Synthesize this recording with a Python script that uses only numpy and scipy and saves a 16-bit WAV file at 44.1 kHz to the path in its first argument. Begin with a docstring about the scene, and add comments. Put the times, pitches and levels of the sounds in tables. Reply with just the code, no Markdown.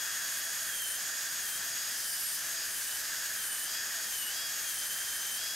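"""At a dentist's chair, a stereo microphone close to a handpiece cutting a metal post in a mouth.
From the start, cooling air and spray rush and ring in the hollows around the head, and the bur whines
at a governed speed over faint room ventilation. A graze at 0.3 s opens a run of strokes: each bite
sags the speed and brings out a squeal of higher harmonics and a gritty hiss. From about 1.7 s the
spray whistles whenever the head draws back, last at 5.5 s, after the final stroke."""
import sys
import numpy as np
from scipy import signal
from scipy.fft import rfft, irfft, next_fast_len
from scipy.io import wavfile
from scipy.ndimage import uniform_filter1d, map_coordinates

SR = 44100
rng = np.random.default_rng(int(sys.argv[2]) if len(sys.argv) > 2 else 0)


def persist_wave(psi):
    """Save psi, clipped to +-1, as 16-bit WAV."""
    counts = np.round(np.clip(psi, -1, 1) * 32767).astype(np.int16)
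    wavfile.write(sys.argv[1], SR, np.atleast_2d(counts).T)


N = 244748

# how noise reaches the two microphones: frequency_hz, likeness, left_over_right_db, left_lead_rad
NOISE_IMAGE = [(100, 0.76, .5, 0), (500, 0.71, 0, -0.029), (1400, 1, -0.5, -0.037),
               (1690, 0.96, -1.5, 0.33), (2600, 1, -.2, 0.2), (4500, 0.8, 1.5, 0.32), (5050, 0.92, 0, 0),
               (6100, 0.98, 4.5, .15), (6660, 0.69, -2, -0.023), (8150, 0.82, 2.5, 0.11),
               (9900, 0.42, 1.5, -0.56), (10800, 0.74, 1.5, -.5), (12400, 0.81, -1.8, -0.2),
               (15000, .57, 1.5, -.2)]
# colour of the cooling air and spray: frequency_hz, relative_db
JET_SPECTRUM = [(500, -25.5), (1200, -8.5), (2650, -6), (3050, -2.5), (3700, -4.5), (4900, -4.5),
                (5700, -5.5), (6650, 1.5), (7400, -1.5), (8600, -3), (10300, -8.5), (12000, -1),
                (13500, -9.5), (15800, -14)]
# air resonances of the mouth's hollow: centre_hz, width_hz, relative_db
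MOUTH_MODES = [(1303, 310, -11.5), (1637, 330, 1), (1808, 280, -1.5)]
# the hollow's level as the hand drifts, before load shades it: time_s, level_db
MOUTH_DRIFT = [(0.1, -42), (0.5, -44.0), (2.6, -45.5), (3.2, -43.5), (3.95, -44.5), (4.35, -46),
               (5.2, -44.5), (5.55, -48)]
# air resonances of the gap between head and tooth: centre_hz, width_hz, relative_db
GAP_MODES = [(4704, 320, -9), (5100, 460, -8), (5695, 570, -11)]
# colour of the room's ventilation: frequency_hz, relative_db
VENT_SPECTRUM = [(20, -2), (60, -1.5), (200, -0.5), (450, -1), (650, 2), (900, 1), (1500, -17), (4000, -29)]
# where the bur's five harmonics sit between the microphones: left_over_right_db, left_lead_rad
HARMONIC_IMAGE = [(-0.7, 0.15), (1.5, 0.054), (4.5, -0.013), (-3, -.18), (0, -.34)]
# first harmonic of the free-running bur as the head turns in the hand: time_s, level_db
FIRST_HARMONIC_DRIFT = [(0.1, -49.5), (0.6, -55.5), (1.8, -55), (2.55, -62), (3.25, -57.5), (3.95, -56.5),
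                        (4.6, -54.5), (5.55, -56)]
# motor, gear and bearing lines: multiple_of_bur_speed, free_db, full_load_db
GEAR_LINES = [(.2, -67.5, -76), (.75, -61.5, -70), (.83, -64.5, -73), (1.5, -62, -74), (3.5, -76, -62),
              (4.5, -76, -64), (4.69, -78, -62)]
# strokes on the post, from grazes to deep bites; sag and levels are changes at full drag or contact:
# start_s, press_s, hold_s, release_s, sag_hz, first_db, second_db, squeal_db, grit_db, gap_db
BUR_STROKES = [(0.255, 0.16, 0.25, 0.03, 3.05, 1.5, -0.5, 7, 4, -1),
               (0.614, 0.26, 0.031, 0.09, 280, 9.5, -10, 20, 6, -8),
               (1.4, 0.085, 0.0072, 0.138, 219, 6, -13, 17, 6.5, -5),
               (1.835, 0.4, 0.036, 0.185, 468, 3, -15, 22, 7, 2.5),
               (2.409, 0.04, 0.02, 0.13, 70, 4, -2, 9, 2.5, -1.5),
               (2.631, 0.179, 0.063, 0.206, 400, 6.5, -12, 12, 6, -3),
               (3.276, 0.2, 0.13, 0.098, 340, 6.5, -15, 22, 4.5, -5),
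               (4.009, 0.204, 0.045, 0.075, 444, 9.5, -15, 25, 3, -4.5),
               (4.45, 0.003, 0.0012, 0.073, 117, 1.5, -7, 4, 1, 1),
               (4.585, 0.127, 0.232, 0.162, 206, 6.5, -4.5, 18.5, 4, -3),
               (4.998, 0.11, 0.215, 0.087, 226, 6, -4.5, 18.5, 3.5, -2.5)]
# colour of the bur grinding metal: frequency_hz, relative_db
GRIT_SPECTRUM = [(3000, -26), (7000, -9), (8900, 2), (9900, 0), (10900, 2), (12000, -2.5), (13500, -6),
                 (15800, -8.5)]
# the head draws back: middle_s, length_s, whistle_db, first_change_db, second_change_db
HEAD_LIFTS = [(1.85, 0.44, -47, 1, 2), (2.6, 0.24, -45, -3, 1), (3.767, 0.24, -43, 9.5, 0),
              (4.413, 0.25, -43.5, 11, -10), (5.48, 0.37, -46, 10.5, -6)]
# resonance of the spray blowing freely past the post: centre_hz, width_hz, relative_db
WHISTLE_MODES = [(4920, 480, 0)]

FREE_HZ, FULL_LOAD_SAG_HZ = 3333, 293  # governed speed; the sag that counts as full load
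SECOND_DB, SQUEAL_DB, JET_DB, GAP_DB, GRIT_DB = -45, -68.0, -38.5, -45.5, -46.0  # running free
MOUTH_SHADE_DB, LIFT_GRIT_DB = -2, -1.5  # full load shades the hollow; drawing back thins the grit
SIDES = np.array([[.5], [-.5]])  # left and right each take half of a pan or a phase lead


def amp(db):
    """Decibels to gain."""
    return 10 ** (np.asarray(db) / 20)


def along(points, hz):
    """Read (frequency_hz, value) points on a log axis."""
    knots_hz, values = np.transpose(points)
    return np.interp(np.log(hz + 1), np.log(knots_hz + 1), values)


def curve(points):
    """Join (time_s, value) points into one value per sample."""
    return np.interp(np.arange(N) / SR, *np.transpose(points))


def wobble(rate):
    """A smooth random curve, rate knots a second."""
    knots = rng.standard_normal(int(N * rate / SR) + 4)
    return map_coordinates(knots, [np.arange(N) * rate / SR])


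def filtered(x, response):
    """Filter x by a response of frequency."""
    size = next_fast_len(N + SR // 2)
    return irfft(rfft(x, size) * response(np.fft.rfftfreq(size, 1 / SR)), size)[..., :N]


def resonances(modes, hz):
    """Gain of steep-sided resonances whose powers add."""
    powers = (amp(2 * db) / (1 + ((hz - centre) / width * 2) ** 2) ** 2 for centre, width, db in modes)
    return np.sqrt(sum(powers))


def microphones(hz):
    """Complex gains, left and right, for the shared and the opposed part of a noise."""
    knots_hz, *columns = np.transpose(NOISE_IMAGE)
    likeness, pan_db, lead = [along(np.c_[knots_hz, column], hz) for column in columns]
    spread = np.arccos(np.clip(likeness, -1, 1)) / 2
    place = amp(SIDES * pan_db) * np.exp(1j * SIDES * lead)
    return np.array([place * np.cos(spread), place * np.sin(spread) * np.sign(SIDES)])


def rush(colour, excitation=1):
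    """Coloured noise of rms 1, as the two microphones pick it up."""
    noise = excitation * rng.standard_normal((2, 1, N))
    stereo = filtered(noise, lambda hz: colour(hz) * microphones(hz)).sum(axis=0)
    return stereo / np.sqrt(np.mean(stereo ** 2) + 1e-20)


def spray(mouth_db, gap_db, flutter_db=0.94, sputter_db=0.96):
    """Air and spray hiss and blow across the mouth's hollow and the gap between head and tooth."""
    jet = rush(lambda hz: amp(along(JET_SPECTRUM, hz)), amp(sputter_db * wobble(2500)))
    mouth = rush(lambda hz: resonances(MOUTH_MODES, hz))
    gap = rush(lambda hz: resonances(GAP_MODES, hz))
    return amp(JET_DB + flutter_db * wobble(30)) * jet + amp(mouth_db) * mouth + amp(gap_db) * gap


def ventilation(level_db=-58.5):
    """The room's ventilation: a low, steady rush behind the handpiece."""
    return amp(level_db) * rush(lambda hz: amp(along(VENT_SPECTRUM, hz)))


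def bur(angle, load, first_db, second_db, squeal_db, rattle_rad=0.1,
        flare_db=2.5, flutter_db=1.36, stutter_db=2.2, chatter_db=2.0, drift_db=4.0):
    """Unbalance and blade contacts sound at multiples of the turning speed and stutter under load."""
    # harmonics three to five are the squeal, which flares by chance
    upper_db = [squeal_db + db + flare_db * load * wobble(17) for db in (0, -3.5, -14.0)]
    rattled = angle + rattle_rad * load * wobble(500)  # the bur rattles against the metal
    whine = np.zeros((2, N))
    for k, (db, (pan_db, lead)) in enumerate(zip([first_db, second_db, *upper_db], HARMONIC_IMAGE), 1):
        unsteady_db = flutter_db * wobble(35)
        unsteady_db += load * (stutter_db * wobble(70) + chatter_db * wobble(320))
        pan = amp(SIDES * (pan_db + drift_db * wobble(4.7)))
        whine += amp(db + unsteady_db) * pan * np.sqrt(2) * np.sin(k * rattled + SIDES * lead)
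    return whine


def gears(angle, load, flutter_db=3.5, slip_rad=0.55):
    """The motor, at a fifth of the bur's speed, gears and bearings add lines that load damps or wakes."""
    lines = np.zeros(N)
    for multiple, free_db, loaded_db in GEAR_LINES:
        db = free_db + (loaded_db - free_db) * load + flutter_db * wobble(20)
        lines += amp(db) * np.sqrt(2) * np.sin(multiple * angle + slip_rad * wobble(60))
    return lines


def stroke_drag(start, press, hold, release, rotor_lag_s=0.03):
    """Drag, 0-1: the hand leans in, holds and lets go, and the rotor lags behind."""
    corners_s = start + np.cumsum([0, press, hold, release])
    hand = curve(np.c_[corners_s, [0, 1, 1, 0]])
    inertia = np.exp(-1 / (rotor_lag_s * SR))
    return signal.lfilter([1 - inertia], [1, -inertia], hand)


def stroke_contact(start, press, hold, release, bite_share=0.73, let_go_share=0.42, let_go_s=0.046):
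    """Contact, 0-1: the flutes engage before the speed bottoms out and let go abruptly as it recovers."""
    let_go = start + press + hold + let_go_share * release
    corners_s = [start, start + bite_share * press, let_go, let_go + let_go_s]
    return curve(np.c_[corners_s, [0, 1, 1, 0]])


def grown(changes_db, envelopes, power):
    """Each stroke's change in dB, growing as a power of its envelope; overlapping strokes share it."""
    total = np.maximum(envelopes.sum(axis=0), 1e-9)
    return (changes_db @ envelopes) / total * np.minimum(total, 1) ** power


def strokes():
    """Drag slows the bur and damps harmonic two; contact wakes the rest and grit, and alters the gap."""
    drag = np.array([stroke_drag(*row[:4]) for row in BUR_STROKES])
    contact = np.array([stroke_contact(*row[:4]) for row in BUR_STROKES])
    sag_hz, first_db, second_db, squeal_db, grit_db, gap_db = np.transpose(BUR_STROKES)[4:]
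    return (sag_hz @ drag, grown(first_db, contact, power=1), grown(second_db, drag, power=1),
            grown(squeal_db, contact, power=0.56), grown(grit_db, contact, power=0.46),
            grown(gap_db, contact, power=0.93))


def grinding(level_db, grain_db=2.5, judder_db=1.2):
    """Tiny chips tear off the post: a dense, bright grit that judders at random."""
    grit = rush(lambda hz: amp(along(GRIT_SPECTRUM, hz)), amp(grain_db * wobble(5000)))
    return amp(level_db + judder_db * wobble(60)) * grit


def rasp(angle, load, first_db, relative_db=-8.0):
    """A biting bur whirls unevenly: a rough band around the first harmonic."""
    band = wobble(300) * np.cos(angle) + wobble(300) * np.sin(angle)
    return amp(first_db + relative_db) * load * band


def lifts():
    """The head draws back in smooth swells: extent 0-1, whistle gain, dB changes of two harmonics."""
    t = np.arange(N) / SR
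    swells = np.array([np.cos(np.pi * np.clip((t - middle) / length, -.5, .5)) ** 2
                       for middle, length, *_ in HEAD_LIFTS])
    whistle_db, first_db, second_db = np.transpose(HEAD_LIFTS)[2:]
    return swells.sum(axis=0), amp(whistle_db) @ swells, first_db @ swells, second_db @ swells


def whistle(gain):
    """With the head drawn back, the spray blows freely past the post in a narrow, breathy band."""
    return gain * rush(lambda hz: resonances(WHISTLE_MODES, hz))


def scene():
    """Close to the mouth: strokes slow and roughen the bur in the spray; lifts let the spray whistle."""
    sag_hz, bite_first_db, bite_second_db, bite_squeal_db, bite_grit_db, bite_gap_db = strokes()
    lifted, whistle_gain, lift_first_db, lift_second_db = lifts()
    load = np.clip(sag_hz / FULL_LOAD_SAG_HZ, 0, 1)
    jitter_hz = (1.5 + 4 * load) * wobble(70) + (3 + 6 * load) * wobble(16)
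    angle = 2 * np.pi * np.cumsum(FREE_HZ - sag_hz + jitter_hz) / SR
    first_db = curve(FIRST_HARMONIC_DRIFT) + bite_first_db + lift_first_db
    second_db = SECOND_DB + bite_second_db + lift_second_db
    whine = bur(angle, load, first_db, second_db, SQUEAL_DB + bite_squeal_db)
    handpiece = whine + rasp(angle, load, first_db) + gears(angle, load)
    air = spray(curve(MOUTH_DRIFT) + MOUTH_SHADE_DB * load, GAP_DB + bite_gap_db)
    air += whistle(whistle_gain)
    chips = grinding(GRIT_DB + bite_grit_db + LIFT_GRIT_DB * lifted)
    return handpiece + air + chips + ventilation()


def record(dry, steadying=0.46, memory_s=0.067, top_hz=15760):
    """Gain control after the microphone evens out swells; nothing passes above the band limit."""
    power = np.abs(uniform_filter1d(np.mean(dry ** 2, axis=0), int(memory_s * SR))) + 1e-12
    gain = (power / power.mean()) ** (-steadying / 2)
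    return filtered(dry * gain, lambda hz: hz < top_hz)


dry = scene()
out = record(dry)
persist_wave(out)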